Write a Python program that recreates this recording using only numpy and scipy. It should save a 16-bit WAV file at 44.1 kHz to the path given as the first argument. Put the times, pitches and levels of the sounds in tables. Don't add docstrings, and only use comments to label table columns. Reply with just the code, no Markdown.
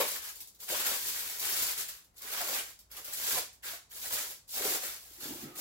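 import sys
import numpy as np
from scipy import signal
from scipy.fft import rfft, irfft, next_fast_len
from scipy.io import wavfile

SR = 44100
rng = np.random.default_rng(int(sys.argv[2]) if len(sys.argv) > 2 else 0)


def store_wav(level_fs):
    pcm = np.round(np.clip(np.atleast_2d(level_fs), -1, 1) * 32767)
    wavfile.write(sys.argv[1], SR, pcm.T.astype(np.int16))


N = 247092
T = np.arange(N) / SR

# (start [s], length [s], fine crease level [dB], swell [dB],
# facets relative to fine creases [dB], whole-sheet flexing relative to fine creases [dB])
HAND_STROKES = [(-0.036, 0.033, -22, 0.5, -5, -10), (0.019, 0.14, -37, 2, -8.5, -19.5),
                (0.192, 0.1, -40, 0, -7.5, -23.5), (0.32, 0.11, -50.5, 0, -17.5, -24),
                (0.584, 0.076, -40.5, -4, -17, -22), (0.668, 0.15, -30, -1, -8, -16.5),
                (0.825, 0.15, -25.5, -8.5, -8.5, -17), (0.952, 0.15, -35, 2, -11, -24.5),
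                (1.107, 0.28, -35.5, -4, -10, -21.5), (1.383, 0.33, -31, -0.5, -10.5, -22),
                (1.742, 0.074, -35, 2, -9, -21), (1.856, 0.15, -40, -18, -7.5, -25),
                (2.13, 0.06, -61, 8, -12, -16), (2.188, 0.217, -46.5, 15, -5.5, -17),
                (2.415, 0.17, -35, 3.5, -7, -15), (2.602, 0.1, -48.5, 1, -9, -20.5),
                (2.891, 0.099, -50.5, 9, -6.5, -16), (3.008, 0.28, -47, 18, -11, -21.5),
                (3.282, 0.1, -29.5, 1, -8, -13.5), (3.622, 0.13, -34, -10.5, -6, -21.5),
                (3.888, 0.18, -46.5, 12, -12.5, -21.5), (4.091, 0.15, -27.5, -9, -9.5, -17.5),
                (4.233, 0.085, -44, 5, -15, -19.5), (4.47, 0.075, -44.5, 9.5, -25, -30),
                (4.524, 0.23, -33.5, 4, -8.5, -13.5), (4.798, 0.17, -30.5, -14.5, -8.5, -19),
                (4.968, 0.36, -53, 7, -14, -19), (5.188, 0.24, -39, -7, -8.5, -15),
                (5.418, 0.12, -51.5, -11, -0.5, -0.5), (5.522, 0.084, -55.5, 24, -12, -19)]
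# (fine creases [s], facets [s], whole sheet [s])
GRIP_TIMES = (0.039, 0.038, 0.041)
# (fine creases [s], facets [s], whole sheet [s])
SETTLE_TIMES = (0.16, 0.17, 0.17)
# (time [s], level [dB])
FOLD_SNAPS = [(0.115, -28.5), (0.354, -36), (0.403, -31.5), (0.471, -39.5), (0.545, -48), (0.601, -38.5),
              (0.687, -31), (1.081, -24), (1.394, -23), (1.619, -18.5), (1.777, -30), (1.798, -29),
              (1.884, -28), (2.04, -50), (2.165, -44), (2.179, -42), (2.217, -33.5), (2.789, -41.5),
              (2.913, -36), (2.964, -35.5), (3.044, -30), (3.131, -26.5), (3.315, -20), (3.528, -45),
              (3.636, -42), (4.124, -27), (4.489, -35), (4.833, -38), (5.204, -38), (5.581, -32)]
# (time [s], level [dB], pitch [Hz])
PANEL_POPS = [(0.001, -16, 461), (0.002, -32, 333), (0.009, -19, 548), (0.012, -27, 1090),
              (0.028, -30, 594), (0.703, -28.5, 690), (0.72, -31, 414), (0.727, -27, 617),
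              (0.868, -29, 1340), (0.875, -33.5, 483), (0.934, -32, 1120), (2.407, -24.5, 690),
              (2.486, -29.5, 1100), (2.511, -37, 617), (2.591, -23.5, 2380), (3.082, -40, 586),
              (3.315, -26.5, 1570), (3.357, -31, 990), (3.371, -30.5, 437), (3.734, -35.5, 686),
              (4.605, -33.5, 374), (4.637, -31, 510), (4.652, -26, 435), (4.68, -28.5, 426),
              (4.704, -30, 368), (4.833, -32.5, 537)]
# (time [s], level [dB], pitch [Hz])
HAND_THUDS = [(1.03, -54, 60), (1.59, -48, 56.4), (1.65, -63, 68.6), (3.32, -48, 70.6), (4.12, -55, 83),
              (4.57, -60, 60), (5.48, -53.5, 104)]
# (time [s], level [dB], pitch [Hz])
TRAY_BUMPS = [(5.11, -55.5, 323), (5.287, -39.5, 260), (5.307, -35.5, 270), (5.335, -40, 267),
              (5.356, -39, 330), (5.435, -37.5, 238), (5.448, -43, 152), (5.455, -42, 313),
              (5.47, -43, 304)]
# (time [s], level [dB])
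TRAY_RUB = [(5.17, -76), (5.23, -57), (5.3, -51.5), (5.39, -59.5), (5.47, -53), (5.51, -63), (5.6, -60)]
# (time [s], pitch [Hz], level [dB])
RIM_SQUEAK = [(5.42, 1300, -83), (5.45, 1290, -60), (5.51, 1260, -68), (5.54, 1200, -59), (5.58, 1207, -61),
              (5.6, 1240, -56)]
# (frequency [Hz], level [dB])
CREASE_SPECTRUM = [(400, -20), (1500, -18), (3000, -8.5), (4300, -3), (6700, -3), (7500, -0.7), (8150, -5),
                   (8800, -5), (10200, -2.5), (12300, 0), (14000, 0), (16000, -2)]
FACET_SPECTRUM = [(200, -45), (600, -15.5), (1100, -4), (1700, -1), (2500, -2.5), (3600, -4.5),
                  (7000, -16.5)]
FLEX_SPECTRUM = [(50, -38), (130, -17), (240, -11), (370, -2), (540, 0), (800, -1.5), (1200, -13.5),
                 (3000, -42)]
TRAY_SPECTRUM = [(50, -31), (140, -11), (210, -15), (280, -4.5), (360, -1.5), (480, -34), (800, -27),
                 (2000, -43)]
ROOM_SPECTRUM = [(20, -20), (36, -5), (48, -7), (62, 5.5), (75, -7), (100, -6.5), (130, -9), (250, -15.5),
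                 (600, -18), (1100, -19.5), (2000, -24.5), (4000, -36), (16000, -36)]
# (frequency [Hz], time to fade 60 dB [s])
ROOM_DECAY = [(250, 0.18), (700, 0.25), (1800, 0.3), (4500, 0.34), (8000, 0.34), (14000, 0.19)]


def amp(db):
    return 10 ** (np.asarray(db) / 20)


def unit_rms(x):
    return x / np.sqrt(np.mean(x ** 2) + 1e-20)


def value_at(table, hz):
    table_hz, values = np.transpose(table)
    return np.interp(np.log(hz + 1), np.log(table_hz), values)


def follow(table):
    times, *columns = np.transpose(table)
    return [np.interp(T, times, column) for column in columns]


def add(mix, start_s, sound):
    part = mix[:, max(round(start_s * SR), 0):][:, :sound.shape[-1]]
    part += sound[..., :part.shape[1]]


def colour(x, spectrum):
    size = next_fast_len(N)
    gain = amp(value_at(spectrum, np.fft.rfftfreq(size, 1 / SR)))
    return unit_rms(irfft(rfft(x, size) * gain, size)[:, :N])


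def diffuse(spectra, hz, ear_gap_s=0.00042):
    shared = .88 * np.sinc(2 * hz * ear_gap_s)
    return np.array([spectra[0], shared * spectra[0] + np.sqrt(1 - shared ** 2) * spectra[1]])


def flicker(depth_db, per_s):
    points = rng.standard_normal(4096)
    return amp(depth_db * np.interp(T * per_s, np.arange(len(points)), points))


def crackle(per_s, spread_db, ring_s, size=96, count=50000):
    wait, strength = rng.exponential(1, (2, count))
    place = rng.standard_normal(count)
    rings = rng.standard_normal((count, size)) * np.exp(-np.arange(size) / SR / ring_s)
    start = (np.cumsum(wait) / per_s * SR).astype(int)
    heard = start < N
    clicks = (rings * amp(spread_db * np.minimum(strength, 4))[:, None])[heard]
    left = start[heard, None] + np.arange(size)
    right_lead = np.round(6 + 2 * place[heard, None]).astype(int)
    right = abs(left - right_lead)
    return np.array([np.bincount(at.ravel(), clicks.ravel(), N)[:N] for at in (left, right)])


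def knocks(table, gain_db, ring_s, overtone_db, crack_db, rise_s, count=12):
    out, t = np.zeros((2, N)), np.arange(SR // 3) / SR
    for start, level_db, hz in table:
        fade_s = ring_s * (500 / hz) ** 0.25
        ratios = 2 ** rng.uniform(-0.19, 1.4, (count, 1))
        cluster = np.sin(2 * np.pi * hz * ratios * t).T @ rng.choice([-1, 1], count) / np.sqrt(count)
        ring = (np.sin(2 * np.pi * hz * t) + amp(overtone_db) * cluster) * amp(-60 * t / fade_s)
        ring *= 1 - np.exp(-t / rise_s)
        crack = rng.standard_normal((2, len(t))) * np.exp(-t / 0.001)
        add(out, start, amp(level_db + gain_db) * (ring + amp(crack_db) * crack))
    return out


def room_rumble(level_db):
    noise = diffuse(rfft(rng.standard_normal((2, N))), np.fft.rfftfreq(N, 1 / SR))
    return amp(level_db) * colour(irfft(noise, N), ROOM_SPECTRUM)


def echoes(x, near_db, near_fade_s, tail_db):
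    hz, t, noise = signal.stft(rng.standard_normal((2, SR // 2)), SR, nperseg=256)
    noise = diffuse(noise, hz[:, None])
    tail = signal.istft(noise * amp(-60 * t / value_at(ROOM_DECAY, hz)[:, None]), SR)[1]
    age = np.arange(tail.shape[1]) / SR
    tail *= np.clip(age / 0.0052 - 1, 0, 1)
    near = signal.istft(noise, SR)[1] * amp(-60 * age / near_fade_s)
    response = (amp(tail_db) * unit_rms(tail) + amp(near_db) * unit_rms(near)) / np.sqrt(len(age))
    return signal.oaconvolve(x, response, axes=1)[:, :N]


def wandering_echoes(x, direct_db, spots=12):
    out = amp(direct_db) * x
    position = np.cumsum(flicker(depth_db=3, per_s=40)) * 90 / SR
    for spot in range(spots):
        share = np.sin(np.pi / 2 * np.minimum((position - spot) % spots, 2))
        out += echoes(x * share, near_db=-5.5, near_fade_s=0.043, tail_db=-5.0)
    return out


def table_thuds():
    return knocks(HAND_THUDS, gain_db=-4.5, ring_s=0.16, overtone_db=1.5, crack_db=-40, rise_s=0.011)


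def sliding_tray():
    rub_db, = follow(TRAY_RUB)
    rub = colour(crackle(per_s=330, spread_db=0.0, ring_s=0.00072), TRAY_SPECTRUM) * amp(rub_db)
    squeak_hz, squeak_db = follow(RIM_SQUEAK)
    unsteady_hz = squeak_hz * flicker(depth_db=0.5, per_s=220)
    squeak = np.sqrt(2) * np.sin(2 * np.pi * np.cumsum(unsteady_hz) / SR) * amp(squeak_db)
    bumps = knocks(TRAY_BUMPS, gain_db=-3.5, ring_s=0.061, overtone_db=-9, crack_db=-23, rise_s=0.00073)
    return rub * (T > TRAY_RUB[0][0]) + squeak * (T > RIM_SQUEAK[0][0]) + bumps


def panel_pops():
    return knocks(PANEL_POPS, gain_db=-5, ring_s=0.044, overtone_db=-4, crack_db=0, rise_s=0.00066)


def fold_snaps(gain_db, rise_s, fade_s):
    runs, age = np.zeros((1, N)), np.arange(SR // 4) / SR
    for start, level_db in FOLD_SNAPS:
        add(runs, start, np.minimum(age / rise_s, 1) * amp(level_db - 60 * age / fade_s))
    creases = colour(crackle(per_s=5000, spread_db=3.0, ring_s=0.00046), CREASE_SPECTRUM)
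    return creases * runs * amp(gain_db)


def hand_stroke(start, length, level_db, swell_db, facet_db, flex_db):
    age = T - start
    grip = np.clip(age / np.vstack(GRIP_TIMES), 0, 1)
    pressure_db = level_db + swell_db * np.clip(age / length, 0, 1)
    settle_db = -60 * np.maximum(age - length, 0) / np.vstack(SETTLE_TIMES)
    return grip * amp(np.vstack([0, facet_db, flex_db]) + pressure_db + settle_db)


def foil_crinkle():
    crease_gain, facet_gain, flex_gain = np.sqrt(sum(hand_stroke(*row) ** 2 for row in HAND_STROKES))
    creases = colour(crackle(per_s=4500, spread_db=3.0, ring_s=0.00039), CREASE_SPECTRUM) * amp(-0.35)
    facets = colour(crackle(per_s=2200, spread_db=3.5, ring_s=0.00068), FACET_SPECTRUM) * amp(-0.8)
    flex = colour(crackle(per_s=1200, spread_db=2.0, ring_s=0.00095), FLEX_SPECTRUM) * amp(-2.0)
    flurries = flicker(depth_db=1.64, per_s=110)
    return (creases * crease_gain + facets * facet_gain + flex * flex_gain) * flurries


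def scene():
    foil = foil_crinkle() + fold_snaps(gain_db=-2.5, rise_s=0.0024, fade_s=0.072) + panel_pops()
    tray = sliding_tray()
    tray = amp(-1.0) * tray + echoes(tray, near_db=-7, near_fade_s=0.044, tail_db=-5.0)
    thuds = table_thuds()
    balance_db = np.interp(T, [1.7, 2.4, 3.7, 4.3], [0.99, -0.51, -0.34, 0.15])
    foil = wandering_echoes(foil, direct_db=-5.0) * amp(np.outer([.5, -.5], balance_db))
    return foil + tray + thuds + room_rumble(level_db=-69.5)


def record(dry, cutoff_hz=15900):
    lowpass = signal.firwin(511, cutoff_hz, window=("kaiser", 9), fs=SR)
    return signal.oaconvolve(dry, lowpass[None], "same")


dry = scene()
out = record(dry)
store_wav(out)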